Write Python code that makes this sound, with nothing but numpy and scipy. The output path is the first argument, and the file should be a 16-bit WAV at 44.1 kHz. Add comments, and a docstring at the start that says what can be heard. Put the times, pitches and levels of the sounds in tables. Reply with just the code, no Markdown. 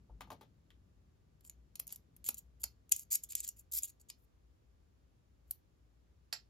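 """Over the low hum of a small, quiet room, a hand knocks on hollow plastic toys and the table rumbles.
Then a few coins are fingered close to the microphone: damped modes clink, dense runs of tiny blows slide.
Two coin grazes brush the lid of a toy gumball machine on the way; at last a full tap and its bounce ring it.
Knocks, coins and lid are banks of decaying modes with a noisy crack, sent to a short echo; the room is
filtered noise."""
import sys
import numpy as np
from scipy import signal
from scipy.fft import rfft, irfft, next_fast_len
from scipy.io import wavfile
from scipy.ndimage import uniform_filter1d

SR = 44100
rng = np.random.default_rng(int(sys.argv[2]) if len(sys.argv) > 2 else 0)


def log_audio(samples):
    """Write samples as a 16-bit WAV file to the path given in sys.argv[1]."""
    # one column per channel
    frames = np.atleast_2d(samples).T
    # limit to full scale, then quantise
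    limited = np.clip(frames, -1, 1)
    pcm = np.round(limited * 32767).astype(np.int16)
    wavfile.write(sys.argv[1], SR, pcm)


N = 286209  # length of the scene [samples]
LEFT_RIGHT = np.array([[1], [-1]])  # opposite signs for the left and right channel


def undb(db):
    """Turn decibels into gain."""
    return 10 ** (np.asarray(db) / 20)


def unit(x):
    """Scale to an rms of one."""
    return x / np.sqrt(np.mean(x ** 2))


def contour(hz, points, column=1):
    """Read a table against frequency on a log axis."""
    rows = np.array(points)
    return np.interp(np.log(hz + 1), np.log(rows[:, 0]), rows[:, column])


def band(x, lo, hi, order=3):
    """Causal band-pass."""
    sos = signal.butter(order, [lo, min(hi, SR / 2 - 100)], "band", fs=SR, output="sos")
    return signal.sosfilt(sos, x)


def add(out, s, sound, pan_db):
    """Mix a sound in at time s; pan_db is left minus right."""
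    i = int(s * SR)
    part = sound[:, :N - i]
    out[:, i:i + part.shape[1]] += part * undb(LEFT_RIGHT * pan_db / 2)


def ring(modes, damping, crack_db, crack_s, detune, vary_db, size, rise_s=.0003,
         port_phase=0.13, port_blur=0.27, chatter_db=5):
    """One blow: a chattering crack of contact over decaying modes, their pitch and weight varied per blow."""
    t = np.arange(size) / SR
    hz, db, t60 = np.array(modes).T[:, :, None]
    hz = hz * (1 + detune * rng.standard_normal(hz.shape))
    db = db + vary_db * rng.standard_normal(hz.shape)
    # each mode starts at a random phase, and the two ports part more at high pitch
    start_phase = 2 * np.pi * rng.random(len(modes))
    port_offset = port_phase * hz.T / 7000 * rng.standard_normal((2, len(modes)))
    phase = np.exp(1j * (start_phase + port_offset))
    decay = undb(db - 60 * damping * t / t60)
    tones = np.imag(phase @ (decay * np.exp(2j * np.pi * hz * t)))

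    shared, apart, grain = rng.standard_normal((3, size))
    chatter = undb(chatter_db * unit(uniform_filter1d(grain, size=24)))
    # long waves reach both ports alike, short ones differ
    noise = shared + port_blur * LEFT_RIGHT * np.diff(apart, prepend=0)
    crack = noise * chatter * np.exp(-t / crack_s)
    return (unit(tones) + undb(crack_db) * unit(crack)) * (1 - np.exp(-t / rise_s))


def strike(events, blows, bands, pan_db, size):
    """Play a table of blows; brightness and weight shift the level of each register of the object."""
    rows, sounds, out = np.array(events), 0, np.zeros((2, N))
    for lo, hi, trim_db, *response in bands:
        db = rows[:, 1] + trim_db + rows[:, 2:] @ np.array(response)
        part = band(np.array(blows), lo, hi, order=4)
        # level each register by its loudest short-time rms
        peak = np.sqrt(uniform_filter1d(part ** 2, size, axis=2).max(axis=2, keepdims=True))
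        sounds = sounds + undb(db)[:, None, None] * part / peak
    for s, sound in zip(rows[:, 0], sounds):
        add(out, s, sound, pan_db)
    return out


# tone of the still room: (frequency [Hz], relative density [dB per Hz])
ROOM_TONE = [(15, -38), (25, -26), (40, -11.5), (80, 1), (120, -6), (200, -13.5), (350, -16), (600, -22),
             (1000, -27), (2000, -33), (4000, -36.5), (7000, -38.5), (12500, -45), (15000, -48.5)]
# likeness of the room noise at the two ports: (frequency [Hz], correlation [-1 to 1])
PORT_LIKENESS = [(60, .7), (130, 0.54), (290, .46), (700, -0.46), (3000, 0.24), (6500, 0.025), (9000, 1),
                 (15000, .6)]


def air(noise_db=-70, hum_hz=58, hum_width_hz=5, hum_db=-69.0, whine_hz=1180, whine_db=-103, left_db=3.5):
    """Room rumble and faint hiss, with the wavering hum and thin whine of a distant appliance."""
    n = next_fast_len(N, True)
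    hz = np.fft.rfftfreq(n, 1 / SR)
    mid, side, hum, whine = rfft(rng.standard_normal((4, n)))
    alike = np.clip(contour(hz, PORT_LIKENESS), -1, 1)
    ports = mid * np.sqrt(1 + alike) + LEFT_RIGHT * side * np.sqrt(1 - alike)
    lean = undb(LEFT_RIGHT * left_db / 2 / (1 + (hz / 130) ** 4))  # the bass is stronger on the left
    noise = unit(irfft(ports * lean * undb(contour(hz, ROOM_TONE))))
    # narrow bands of noise waver like unsteady tones
    hum = unit(irfft(hum * lean / (1 + ((hz - hum_hz) / hum_width_hz) ** 2)))
    whine = unit(irfft(whine / (1 + ((hz - whine_hz) / 10) ** 2)))
    return (undb(noise_db) * noise + undb(hum_db) * hum + undb(whine_db) * whine)[:, :N]


# rumble of the arm shifting on the table, before panning: (time [s], level [dB])
ARM_RUMBLE = [(0, -71), (.32, -62.5), (.55, -71.5), (1.3, -77.5), (2.1, -71), (2.5, -76), (3.2, -78.5),
              (4.3, -97.5)]


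def table(start_s=0.097, hz=52, swell_s=0.032, db=-50, lo_hz=65, hi_hz=200):
    """The leaning hand sets the table rocking for a moment, and the moving arm rumbles on it."""
    clock = np.arange(N) / SR
    t = np.maximum(clock - start_s, 0)
    swell = t / swell_s * np.exp(1 - t / swell_s)
    sway = undb(db) * swell * np.sin(2 * np.pi * hz * t)
    rumble = unit(band(rng.standard_normal(N), lo_hz, hi_hz, order=2))
    rumble = rumble * undb(np.interp(clock, *np.transpose(ARM_RUMBLE)))
    return (sway + rumble) * undb(1.7 * LEFT_RIGHT)  # a little to the left


# fingers on the plastic toys; a nail is bright, a fingertip has weight:
# (time [s], strength [dB], brightness [dB], weight [dB])
TOY_KNOCKS = [(0.0956, -65.5, -40, 4), (0.2072, -49, -3, -18.5), (0.216, -66, 1.5, 1.5),
              (0.273, -61.5, -23, -12), (0.3024, -46.5, -11, -16), (0.3174, -54, -6.5, 4.5),
              (0.41, -60.5, -8, 0), (0.428, -73.5, -1, 13.5), (0.7039, -83.5, 21.5, -6)]
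# modes of a hollow plastic toy: (frequency [Hz], level [dB], t60 before damping [s])
TOY_MODES = [(320, -14, 0.057), (601, -7, 0.05), (810, 0, 0.04), (897, 12, 0.029), (1135, 1, 0.079),
             (1210, -2.5, 0.064), (1470, -9, 0.024), (2030, 1, 0.031), (2740, -2, 0.027), (3510, 3, 0.016),
             (4730, -20, 0.026)]
# registers of the toy:
# (from [Hz], to [Hz], trim [dB], response to brightness [dB per dB], response to weight [dB per dB])
TOY_REGISTERS = [(690, 1480, 0, 0.07, 0.039), (4200, 15000, -1, 0.68, 0.11), (1450, 3990, 1.5, 1, 0.11),
                 (142, 640, 1.2, 0.083, 0.73)]


def toys():
    """Fingers excite the short, low modes of hollow plastic: dull knocks on the left."""
    blows = [ring(TOY_MODES, damping=1.7, crack_db=5.4, crack_s=0.011, detune=0.041, vary_db=1.5, size=2600)
             for _ in TOY_KNOCKS]
    return strike(TOY_KNOCKS, blows, TOY_REGISTERS, pan_db=3.5, size=176)


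# echo of the room: (frequency [Hz], t60 [s], level [dB])
ROOM_ECHO = [(302, 0.13, -7.5), (987, 0.14, -6.5), (3060, 0.17, -8), (5112, 0.17, -9.5),
             (8300, 0.052, -10.5), (13700, 0.15, -16.5)]


def room(sent, build_s=0.0015, apart_hz=1200, treble_hz=6000, size=15000):
    """Boxes and walls close by scatter a short echo, each band of noise fading at its own pace."""
    t = np.arange(size) / SR
    edges = np.geomspace(150, 17000, 11)
    echo = 0
    for lo, hi in zip(edges, edges[1:]):
        centre = np.sqrt(lo * hi)
        fade = undb(-60 * t / contour(centre, ROOM_ECHO)) * (1 - np.exp(-t / build_s))
        fade *= undb(contour(centre, ROOM_ECHO, column=2)) / np.sqrt(np.sum(fade ** 2))
        mid, side = band(rng.standard_normal((2, size)), lo, hi)
        # the echo is widest in the middle register
        width = min(centre / apart_hz, 1) / (1 + (centre / treble_hz) ** 2)
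        echo = echo + fade * (mid + width * side * LEFT_RIGHT) / np.sqrt(1 + width ** 2)
    return signal.oaconvolve(sent, echo, axes=1)[:, :N]


COIN_PAN_DB = 0.2  # left minus right
# coin against coin; a rim-on hit is bright, a coin pressed against something solid has weight:
# (time [s], strength [dB], brightness [dB], weight [dB])
COIN_CLINKS = [(1.4081, -68.5, 5, 16), (1.449, -62.5, 7.5, 18.5), (1.4963, -46, -1.5, 4.5),
               (1.7551, -48, 2, 13.5), (1.794, -56, 9, 16), (1.7979, -40.5, 9, 16), (1.8688, -55.5, 9, -7),
               (1.877, -51.5, 9, 8), (1.891, -59.5, 0, 21), (1.9044, -55, -10, 22), (1.9244, -50, 13.5, 14),
               (1.9592, -52.5, 7.5, 10.5), (2.1639, -62.5, 8, 8), (2.2422, -49, 3, 6),
               (2.2626, -39.5, -16, 4.5), (2.2877, -35, 10.5, 17), (2.3433, -44.5, 2, 2),
               (2.6388, -32.5, 4.5, 14), (2.893, -59.5, 6, 10), (2.9195, -25, 2, -5.5),
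               (2.921, -22.5, 0.5, -8), (2.962, -37.5, 0.5, -5), (2.994, -44.5, 0, -6),
               (3.1189, -32.5, -6, -19), (3.1283, -32.5, 2.5, -33), (3.1543, -30.5, 4, 0.5),
               (3.2358, -41.5, 1.5, -13), (3.3313, -50.5, -7, 18), (3.3521, -30.5, 2.5, 1.5),
               (3.403, -34.5, -5, -5), (3.4768, -42.5, 3, -13), (3.4882, -35.5, -1.5, -7),
               (3.5941, -55, 1.5, -12.5), (3.782, -36, -3, 3), (3.833, -31, -12, -14),
               (4.0995, -43.5, -5, 12.5), (5.5089, -43, 13.5, 7)]
# modes of a few coins pinched between fingers, lying close together:
# (frequency [Hz], level [dB], t60 before damping [s])
COIN_MODES = [(2500, -11, 0.012), (3200, -10.5, 0.008), (4550, -8, 0.015), (4770, -11, 0.02),
              (5372, -9, 0.016), (5940, -14.5, .02), (6550, -5.5, 0.027), (6627, -8, .03),
              (6950, -5, 0.043), (7320, 0, .03), (7550, -2, .03), (7000, 1.5, 0.014), (7770, -2.5, 0.033),
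              (7440, -2.5, 0.013), (7915, 1.5, 0.02), (8150, 1.5, .02), (9180, -4, 0.0083), (9870, -2, .02),
              (10630, -7, .025), (10710, -7, .015), (11210, -6.5, 0.012), (11350, -7.5, 0.022),
              (11570, -4, .02), (11880, -2.5, 0.018), (12600, -4, 0.024), (13220, -10, .02),
              (13850, -6.5, .022), (14670, -11, .02), (15400, -9, .02)]
# registers of the coins:
# (from [Hz], to [Hz], trim [dB], response to brightness [dB per dB], response to weight [dB per dB])
COIN_REGISTERS = [(6000, 9500, 1.5, 0, 0), (10230, 14800, -0.5, 1, 0), (2160, 7300, -11, 0, 0.6281),
                  (190, 1500, -41, 0.5, 1.3262)]


def clinks():
    """Rims meet; the fingers choke the ring within milliseconds."""
    blows = [ring(COIN_MODES, damping=1.8, crack_db=-0.5, crack_s=0.0023, detune=.0021, rise_s=.0005,
                  vary_db=6.0, size=1100) for _ in COIN_CLINKS]
    return strike(COIN_CLINKS, blows, COIN_REGISTERS, COIN_PAN_DB, size=88)


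# coin sliding on coin, one push of the thumb each:
# (start [s], end [s], level [dB], brightness before the shared shimmer [dB])
COIN_SLIDES = [(1.434, 1.485, -61, -1), (1.885, 1.948, -57, -5), (2.244, 2.307, -43.5, 1),
               (2.368, 2.391, -46, 4), (2.594, 2.624, -55.5, 6.5), (2.631, 2.639, -35.5, -5),
               (2.912, 2.924, -27.5, -0.5), (2.937, 3.037, -54, 2), (3.102, 3.154, -32.5, 1),
               (3.221, 3.248, -52, 1.5), (3.287, 3.326, -44.5, 1), (3.349, 3.406, -48.5, -13),
               (3.426, 3.447, -42, -5), (3.454, 3.495, -48.5, -6), (3.56, 3.613, -61.5, 3.5),
               (3.713, 3.79, -36, 5), (3.818, 3.857, -41, 4.5), (3.852, 3.903, -56, -1),
               (3.992, 4.016, -63, -3.5), (4.083, 4.097, -54, -8), (4.17, 4.25, -79, 10),
               (5.46, 5.505, -75, 10)]


def push_shape(t, length, level_db, ease_s, build_share=.65, build_s=0.024, build_db=12, sag_db_per_s=20):
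    """A push builds over a share of its length or a fixed time at most, under a steady sag, then stops."""
    build = build_db * np.minimum(t / min(build_share * length, build_s) - 1, 0)
    sag = sag_db_per_s * (t - length / 2)
    return undb(level_db + build - sag) * (t < length) * (1 - np.exp(-t / ease_s))


def slides(slip_hz=1100, scatter_db=4, catch_hz=75, catch_db=14, split_hz=9000, thin_hz=2350,
           shimmer_db=3, ease_s=.003):
    """Embossed faces catch and slip: dense uneven tiny blows ring the coins, with a clink where a rim catches."""
    out = np.zeros((2, N))
    hz = np.fft.rfftfreq(8192, 1 / SR)
    thin = (hz / thin_hz) ** 4 / (1 + (hz / thin_hz) ** 4)  # small discs radiate no bass
    above_split = 1 / (1 + np.exp((split_hz - hz) / 500))  # the treble that brightness acts on
    t = np.arange(2 * len(hz) - 2) / SR
    for start, end, level_db, bright_db in COIN_SLIDES:
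        length = max(end - start, .002)
        push = push_shape(t, length, level_db, ease_s)
        rasp = 0
        # the point of contact travels, and the colour fades from one blow to another with it
        for share in (np.minimum(t / length, 1), np.maximum(1 - t / length, 0)):
            uneven = undb(scatter_db * np.minimum(rng.exponential(size=len(t)), 3))
            slips = (rng.random(len(t)) < slip_hz / SR) * uneven
            catches = (rng.random(len(t)) < catch_hz / SR) * undb(catch_db)
            blow = ring(COIN_MODES, damping=1.1, crack_db=-3.5, crack_s=0.0006, detune=0.0011,
                        vary_db=1.5, size=1100)
            # the tiny offset keeps a push without any slip from being all zeros
            rasp = rasp + rfft((slips + catches) * push * share + 1e-12) * rfft(blow, len(t))
        rasp = irfft(rasp * thin * undb((bright_db + shimmer_db) * above_split))
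        rasp *= np.sqrt(np.sum(push ** 2) / np.sum(rasp ** 2, axis=1, keepdims=True))
        add(out, start, rasp, COIN_PAN_DB)
    return out


# a coin meets the gumball machine, two light grazes, then a full tap and its bounce:
# (time [s], strength [dB], weight [dB])
COIN_ON_LID = [(2.6388, -33, -20), (4.0998, -51, -9), (6.3265, -35.5, 1), (6.3345, -40.5, -0.5)]
# modes of the lid of the gumball machine: (frequency [Hz], level [dB], t60 before damping [s])
LID_MODES = [(740, -16.5, .09), (870, -10.5, 0.058), (1873, -2, 0.04), (2185, -11, 0.062),
             (3610, -10.5, 0.058), (4460, -14.5, 0.031), (4610, 0.5, 0.038), (4350, -1.5, 0.031),
             (5040, -8.5, 0.04), (5010, -5, .05), (4970, -0.5, 0.04), (5140, -1.5, 0.043),
             (5400, -13.5, 0.044), (7700, -9.5, 0.024), (7350, -10.5, 0.25), (11000, -6, 0.034),
             (12800, -13, .02)]
# registers of the lid: (from [Hz], to [Hz], trim [dB], response to weight [dB per dB])
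LID_REGISTERS = [(4020, 5680, -1.5, 0.5), (5900, 13000, -6, 0.3), (1380, 3840, -8, 2.5),
                 (480, 1200, -20, 1)]


def lid():
    """A coin rings the machine's thin plastic on the right, its modes at the same pitch and balance each time."""
    blows = [ring(LID_MODES, damping=1.8, crack_db=4.0, crack_s=0.0035, detune=0, vary_db=0, size=3000)
             for _ in COIN_ON_LID]
    return strike(COIN_ON_LID, blows, LID_REGISTERS, pan_db=-4.5, size=176)


def scene(toys_wet_db=3, lid_wet_db=5):
    """The coins are close and dry; the toys and the lid stand further back, with more echo."""
    background = air() + table()
    knocks = toys()
    coins = clinks() + slides()
    taps = lid()
    echo = room(coins + undb(toys_wet_db) * knocks + undb(lid_wet_db) * taps)
    return background + knocks + coins + taps + echo


# the two microphone ports drift out of step through the treble: (frequency [Hz], lead of the left [radians])
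PORT_LEAD = [(900, 0), (2100, 1.5), (3300, 1), (5200, -0.4), (6400, 1.1), (7100, 0.84), (8200, 3.5),
             (9000, 2.5), (10000, 4), (11000, 5.5), (12100, 4.5), (13000, 5), (13700, 8), (14400, 8),
             (15300, 10)]


def record(dry, top_hz=15800):
    """The two ports of the microphone differ in phase; the top is cut."""
    n = next_fast_len(N, True)
    hz = np.fft.rfftfreq(n, 1 / SR)
    ports = np.exp(1j * LEFT_RIGHT * contour(hz, PORT_LEAD) / 2)
    heard = irfft(rfft(dry, n) * ports)[:, :N]
    return signal.sosfilt(signal.ellip(8, .2, 70, top_hz, fs=SR, output="sos"), heard)


dry = scene()
out = record(dry)
log_audio(out)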